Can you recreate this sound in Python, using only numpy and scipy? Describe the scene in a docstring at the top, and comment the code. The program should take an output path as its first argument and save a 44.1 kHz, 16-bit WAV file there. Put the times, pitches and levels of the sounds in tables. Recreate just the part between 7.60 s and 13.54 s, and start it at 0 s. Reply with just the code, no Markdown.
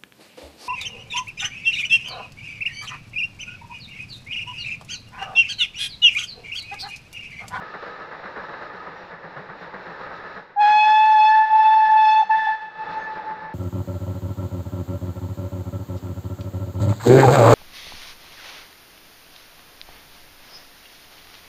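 """Eight exhaust beats a second sound over the roar, squeal and clank of a passing steam train.
Each beat is a puff of steam with a boom of the chimney air. A small bird calls in a faint breeze.
Steam then drives the whistle's bell into resonance: a long blast and a short toot, which linger
as reflections in the valley. An automatic gain control lowers everything from just before the
whistle until just after it."""
import sys
import numpy as np
from scipy import signal
from scipy.fft import rfft, irfft, next_fast_len
from scipy.io import wavfile
from scipy.ndimage import uniform_filter1d, minimum_filter1d, map_coordinates

SR = 44100
rng = np.random.default_rng(int(sys.argv[2]) if len(sys.argv) > 2 else 0)


def output_pcm(signal):
    """Save a mono or channel-first signal as 16-bit PCM at the path in sys.argv[1].

    Samples are clipped to [-1, 1] before scaling.
    """
    pcm = np.clip(np.atleast_2d(signal).T, -1, 1) * 32767
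    wavfile.write(sys.argv[1], SR, np.round(pcm).astype(np.int16))


N = 261943

# Spectrum of the exhaust bark and the clanks. Each row: frequency in Hz, relative density in dB.
BARK_SPECTRUM = [(100, -13.5), (220, -7.5), (330, -5.5), (500, 2), (700, -3), (900, -1.5), (1300, -1),
                 (1750, 0.5), (2100, -10), (2800, -25), (4000, -26), (5500, -39.5), (8000, -62),
                 (12000, -66)]
# Running noise. Each row: time in seconds, relative levels of wheel roar and of steam hiss in dB.
RUNNING_LEVELS = [(0, -40.5, -55), (.25, -40.5, -49.5), (.6, -38, -54), (.9, -37.5, -51), (1.6, -40, -55.5),
                  (2.2, -39, -53.5), (2.32, -37, -51), (3.2, -38, -52.5), (5.1, -40, -55),
                  (5.25, -37, -49.5), (5.94, -39.5, -57.5)]
# Pulls of the whistle cord. Each row: start, end, attack and base release T60 in seconds, level in dB.
WHISTLE_PULLS = [(2.96, 4.613, 0.056, .12, -2), (4.694, 4.892, 0.013, 0.25, -3.5)]


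def amp(db):
    """Amplitude ratio of a level in decibels."""
    return 10 ** (np.asarray(db) / 20)


def unit(x):
    """The signal normalised to rms 1."""
    return x / np.sqrt(np.mean(x ** 2) + 1e-20)


def along(points, hz):
    """Interpolation of (Hz, value) points on a logarithmic frequency axis."""
    point_hz, values = np.transpose(points)
    return np.interp(np.log(hz + 1), np.log(point_hz + 1), values)


def clock():
    """The time of every sample in seconds."""
    return np.arange(N) / SR


def curves(rows):
    """Linear interpolation in time: one curve for each column after the first."""
    times, *columns = np.transpose(rows)
    return [np.interp(clock(), times, column) for column in columns]


def wobble(rate):
    """Smooth random modulation with rate knots a second."""
    coarse = np.linspace(0, N / SR, N // 20)
    knots = map_coordinates(rng.standard_normal(4096), [coarse * rate], mode="wrap")
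    return np.interp(clock(), coarse, knots)


def swell(s, half):
    """A Gaussian pulse of height 1 at time s, down to 1/e at half seconds either side."""
    return np.exp(-((clock() - s) / half) ** 2)


def held(start, end, attack, t60, steep=1):
    """Attack, hold and exponential decay; steep above 1 makes the attack bite later."""
    t = clock()
    return np.clip((t - start) / attack, 0, 1) ** steep * amp(-60 * np.maximum(t - end, 0) / t60)


def bursts(times, levels_db, rise, hold, t60):
    """Envelope of bursts that rise, hold and decay; as incoherent sounds, their powers add."""
    t = np.arange(SR // 2) / SR
    shape = np.minimum(t / rise, 1) * amp(-60 * np.maximum(t - hold, 0) / t60)
    power = np.zeros(N + SR)
    for s, db in zip(times, levels_db):
        power[max(round(s * SR), 0):][:len(t)] += (amp(db) * shape) ** 2
    return np.sqrt(power[:N])


def filtered(x, response):
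    """Linear filtering: the spectrum of x times a frequency response."""
    size = next_fast_len(N + SR // 2)
    return irfft(rfft(x, size) * response(np.fft.rfftfreq(size, 1 / SR)), size)[:N]


def noise(spectrum):
    """Noise of rms 1, coloured by (Hz, dB) points."""
    return unit(filtered(rng.standard_normal(N), lambda hz: amp(along(spectrum, hz))))


def partial(phase, scatter, flutter_rate, breath):
    """Multipath tone of rms 1: a direct path, paths scattered by moving air, and a breathy skirt."""
    in_phase = 1 + scatter * wobble(flutter_rate) + breath * wobble(240)
    quadrature = scatter * wobble(flutter_rate) + breath * wobble(240)
    return unit(in_phase * np.cos(phase) + quadrature * np.sin(phase))


def exhaust():
    """Each stroke releases a turbulent bark of steam and excites the chimney's air resonance."""
    # Strength of the exhaust. Each row: time in seconds, relative levels of bark and of boom in dB.
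    effort = [(0, -34, -54), (.75, -32, -51), (1.35, -38, -50), (1.8, -34, -45), (2.499, -37.5, -49.5),
              (2.8, -32.5, -48.5), (3.2, -27, -50.5), (3.5, -40, -52.5), (4.6, -38.5, -47.5),
              (5.1, -41.5, -48.5), (5.3, -36, -49), (5.699, -35, -48), (5.94, -52, -59)]
    # The four beats of one turn of the driving wheels. Each row: bark accent and boom accent in dB.
    accents = [(-0.5, -2.5), (-0.5, -0.5), (2.5, 2), (-1.5, -3)]
    beat_s, ease_at_s, boom_lag_s = 0.1252, 4.98, 0.006
    beats = np.arange(int(N / SR / beat_s))
    onsets = 0.003 + beat_s * beats
    onsets += 0.07 * np.maximum(onsets - ease_at_s, 0)  # slower once the driver eases off
    accent_db = np.array(accents)[beats % len(accents)] - 0.35 * rng.standard_normal((len(beats), 2))
    times, *levels = np.transpose(effort)
    bark_db, boom_db = np.array([np.interp(onsets, times, db) for db in levels]) + accent_db.T
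    puffs = bursts(onsets, bark_db, rise=0.012, hold=0.026, t60=0.26)
    bark = puffs * noise(BARK_SPECTRUM) * amp(0.55 * wobble(99) - 3.5)
    chimney_hz = 174 + 17 * wobble(40)
    boom = np.sin(2 * np.pi * np.cumsum(chimney_hz) / SR) * amp(0.75 * wobble(30) + 4)
    return bark + bursts(onsets + boom_lag_s, boom_db, rise=0.0093, hold=0.032, t60=0.23) * boom


def wheel_roar():
    """Rolling wheels radiate broadband noise."""
    # Spectrum of the roar. Each row: frequency in Hz, relative density in dB.
    roar_spectrum = [(25, -14.5), (100, -9.5), (170, -4.5), (230, -10), (510, 1.5), (730, -3.5), (870, 3),
                     (1080, -3.5), (1260, 1), (1400, -4), (1730, 0), (2080, -8.5), (2900, -26.5),
                     (9000, -64)]
    roar_db, _ = curves(RUNNING_LEVELS)
    return amp(roar_db - 1.5 + wobble(35)) * noise(roar_spectrum)


def rim_squeal():
    """On the curve the wheel rims sing in two of their natural modes."""
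    # Spells of squealing. Each row: start and end in seconds, relative level in dB.
    squeals = [(-.1, 0.47, -41), (0.736, 1.285, -43.5), (2.25, 2.79, -42.5), (2.984, 5.582, -43.5)]
    envelope = sum(amp(db) * held(start, end, attack=0.13, t60=0.35) for start, end, db in squeals)
    low_mode = partial(2 * np.pi * 1262 * clock(), scatter=1.6, flutter_rate=95, breath=0.88)
    high_mode = partial(2 * np.pi * 1738 * clock(), scatter=4.8, flutter_rate=76, breath=0.87)
    return envelope * (amp(-3) * low_mode + amp(-8) * high_mode)


def steam_leak():
    """Turbulence in leaking steam makes a high hiss."""
    # Spectrum of the hiss. Each row: frequency in Hz, relative density in dB.
    hiss_spectrum = [(1200, -15.5), (2650, 5.5), (3100, -2.5), (3400, -0.5), (3600, 2), (3900, 4.5),
                     (4600, -4), (5500, -7.5), (6100, -20), (7000, -20.5), (8200, -39), (10500, -39),
                     (15000, -30)]
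    _, hiss_db = curves(RUNNING_LEVELS)
    return amp(hiss_db - 2.5 + 1.3 * wobble(18)) * noise(hiss_spectrum)


def breeze():
    """Air moving past the microphone makes a faint low rumble, with one gust."""
    level_db = -71.5 + 21.5 * swell(3.65, half=0.73) + 1.5 * wobble(12)
    return amp(level_db) * noise([(20, 3.5), (60, -6.5), (110, -11), (250, -28), (1000, -77.5)])


def clanks():
    """Impacts of rods and wheels give quickly damped bursts of noise."""
    # The impacts. Each row: start in seconds, level in dB.
    impacts = [(0.136, -36), (0.222, -33), (0.65, -37.5), (0.83, -37), (0.931, -33), (1.021, -37.5),
               (1.227, -39.5), (2.134, -35), (2.4, -34.5), (2.458, -36.5), (3.094, -27), (5.391, -35),
               (5.567, -35.5), (5.705, -41)]
    return bursts(*np.transpose(impacts), rise=0.0049, hold=0.014, t60=0.079) * noise(BARK_SPECTRUM)


def bird():
    """Each thin call is a frequency-modulated tone that glides upward."""
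    # The calls. Each row: start and length in seconds, first and last pitch in Hz, level in dB.
    chirps = [(1.35, 0.088, 5600, 5740, -65), (5.357, 0.12, 6230, 6573, -64)]
    calls = np.zeros(N)
    for start, length, first_hz, last_hz, db in chirps:
        progress = np.clip((clock() - start) / length, 0, 1)
        hz = first_hz + (last_hz - first_hz) * progress + 50 * wobble(120)
        calls += amp(db) * np.sin(np.pi * progress) * np.sin(2 * np.pi * np.cumsum(hz) / SR)
    return calls


def blowing(steep, linger):
    """The bell's resonance builds and decays with each pull; linger multiplies the decay time."""
    return sum(amp(db) * held(start, end, attack, t60 * linger, steep)
               for start, end, attack, t60, db in WHISTLE_PULLS)


def fade_db():
    """Atmospheric fading: the brief losses of the whistle's fundamental in moving air."""
    # The fades. Each row: centre and half length in seconds, depth in dB.
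    fades = [(3.879, 0.036, 11.5), (4.274, 0.047, 3), (4.837, 0.062, 11.5)]
    return sum(depth * swell(s, half) for s, half, depth in fades)


def whistle():
    """A steam-blown bell resonates in a harmonic series whose upper partials speak a moment later."""
    # The note sharpens as steam heats the bell. Each row: time in seconds, pitch in Hz.
    pitch = [(2.988, 817), (3.012, 849), (3.04, 827.4), (3.09, 843), (3.18, 849.7), (3.3, 859.4),
             (3.49, 869.6), (3.595, 859.3), (3.75, 871), (3.95, 871), (4.15, 875), (4.4, 867),
             (4.72, 877.5), (4.97, 872)]
    # The overtones. Each row: harmonic number, base level in dB against the fundamental.
    overtones = [(2, -17), (3, -14.5), (4, -19), (5, -29), (6, -34), (7, -42.5), (8, -50), (9, -58.5),
                 (10, -61), (11, -64.5), (12, -68.5)]
    # Swings of the second harmonic. Each row: time in seconds, gain in dB.
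    second_gain = [(3, -4), (3.07, 4), (3.21, -5), (3.29, 7), (3.42, -3), (3.57, 0), (3.63, -12), (3.73, 5),
                   (3.85, 2), (3.95, -7), (4.12, 1), (4.56, -5), (4.72, 4)]
    # Swings of the harmonics from the third up. Each row: time in seconds, gain in dB.
    brightness = [(3, -4.5), (3.19, 2), (3.55, -7.5), (3.67, -3), (3.89, -24), (4.06, -10.5), (4.27, -16.5),
                  (4.5, -4.5), (4.7, -12.5), (4.97, -17)]
    ragged = np.interp(clock(), [3.35, 4], [0.38, 1.15])  # grows as the engine draws away
    hz = curves(pitch)[0] * (1 + 0.0022 * ragged * wobble(55))  # unsteady steam wavers the pitch
    phase = 2 * np.pi * np.cumsum(hz) / SR
    fundamental = partial(phase, scatter=0.1 * ragged, flutter_rate=93, breath=0.0097)
    tone = blowing(steep=0.75, linger=0.96) * amp(-fade_db()) * fundamental
    second_db = curves(second_gain)[0]
    second = blowing(steep=0.85, linger=1.8) * amp(second_db)
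    upper = blowing(steep=4.2, linger=1.5) * amp(curves(brightness)[0])
    third = upper * amp(-0.4 * second_db)  # rises as the second falls
    envelopes = [second, third] + [upper] * (len(overtones) - 2)
    dulling_db = 0.35 * np.maximum(clock() - WHISTLE_PULLS[0][0], 0)  # distance takes the treble
    for (k, db), envelope in zip(overtones, envelopes):
        scatter = ragged * (0.27 + 0.086 * k)
        breath = ragged * 0.043 + 0.047 * k
        level_db = db + 1.5 * wobble(13) - dulling_db * max(k - 3, 0)
        tone += envelope * amp(level_db) * partial(k * phase, scatter, flutter_rate=53, breath=breath)
    return tone


def steam_jet():
    """The turbulent jet that drives the whistle adds a rush of noise."""
    # Spectrum of the jet. Each row: frequency in Hz, relative density in dB.
    jet_spectrum = [(200, -16), (500, -10), (850, 9.5), (1000, -2), (1250, 1), (1750, 4.5), (2300, -5),
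                    (3100, -8), (4200, -10), (5400, -19.5), (6600, -27.5), (7400, -33.5), (8500, -39.5),
                    (12000, -47.5), (15500, -41)]
    # Wet steam spits in the cold whistle. Each row: centre and half length in seconds, boost in dB.
    spits = [(3.078, 0.06, 8), (3.28, 0.034, 5.5)]
    valve = sum(held(start, end, attack, t60 * 3.3, steep=4.7)
                for start, end, attack, t60, _ in WHISTLE_PULLS)
    spit_db = sum(db * swell(s, half) for s, half, db in spits)
    level_db = -29.5 + spit_db - 0.18 * fade_db() + 1.5 * wobble(40)
    return valve * amp(level_db) * noise(jet_spectrum)


def valley(x):
    """Reverberation: diffuse reflections from hillsides and woods decay at each band's own rate."""
    # Reverberation times. Each row: frequency in Hz, T60 in seconds.
    decay_times = [(800, 4), (1800, 6.5), (2600, 2.5), (8000, 0.5)]
    # Strength of the reverberation. 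Each row: frequency in Hz, gain in dB.
    band_gains = [(850, -19), (1750, -18.5), (2600, -17), (3500, -15.5), (7000, -6)]
    hz, t, noise_bands = signal.stft(rng.standard_normal(3 * SR), SR, nperseg=256)
    decay = amp(-60 * t / along(decay_times, hz)[:, None])
    decay *= amp(along(band_gains, hz))[:, None] / np.sqrt(np.mean(decay ** 2, axis=1, keepdims=True))
    tail = signal.istft(noise_bands * decay, SR, nperseg=256)[1]
    return signal.fftconvolve(x, tail / np.sqrt(len(tail)))[:N]


def hillside(x, delay_s=0.77, gain_db=-30, cutoff_hz=2500):
    """A single reflection from the far slope returns as a late, dull echo."""
    delayed = np.interp(clock() - delay_s, clock(), x, left=0)
    return amp(gain_db) * filtered(delayed, lambda hz: 1 / (1 + (hz / cutoff_hz) ** 2))


def hoots():
    """As the valve shuts, the steam pressure collapses and the bell sounds flat for an instant."""
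    # The hoots. Each row: centre and half length in seconds, pitch in Hz, level in dB.
    flat_notes = [(4.63, 0.0085, 817, -7), (4.878, 0.012, 830, -8)]
    return sum(amp(db) * swell(s, half) * np.sin(2 * np.pi * hz * (clock() - s))
               for s, half, hz, db in flat_notes)


def scene():
    """Superposition of the train, the breeze, the bird and the whistle with its reflections."""
    train = exhaust() + wheel_roar() + rim_squeal() + steam_leak() + clanks()
    tone = whistle() + hoots()
    return (train + tone + valley(tone) + hillside(tone) + steam_jet() + bird() + breeze())[None]


def gain_control(x, threshold_db, depth_db, ahead_s, hold_s, glide_s):
    """Compression: the gain drops ahead of loud sound, by depth_db at most, holds and recovers."""
    level_db = 10 * np.log10(np.abs(uniform_filter1d(x ** 2, SR // 50)) + 1e-12)
    needed_db = np.clip(threshold_db - level_db, -depth_db, 0)
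    size = round((ahead_s + hold_s) * SR)
    held_db = minimum_filter1d(needed_db, size, origin=round(hold_s * SR) - size // 2)
    return x * amp(uniform_filter1d(held_db, round(glide_s * SR)))


def limiter(x, ceiling):
    """Peak limiting: a smooth gain holds the waveform under the ceiling."""
    size = SR // 40
    needed = ceiling / np.maximum(np.abs(x), ceiling)
    return x * uniform_filter1d(minimum_filter1d(needed, size), size)


def record(dry):
    """Gain control and limiting narrow the dynamic range; a low-pass filter limits the bandwidth."""
    ducked = gain_control(dry[0], threshold_db=-15.5, depth_db=10.5,
                          ahead_s=0.16, hold_s=0.268, glide_s=0.13)
    limited = limiter(ducked, ceiling=0.48)
    return filtered(limited, lambda hz: hz < 15750)[None]


dry = scene()
out = record(dry)
output_pcm(out)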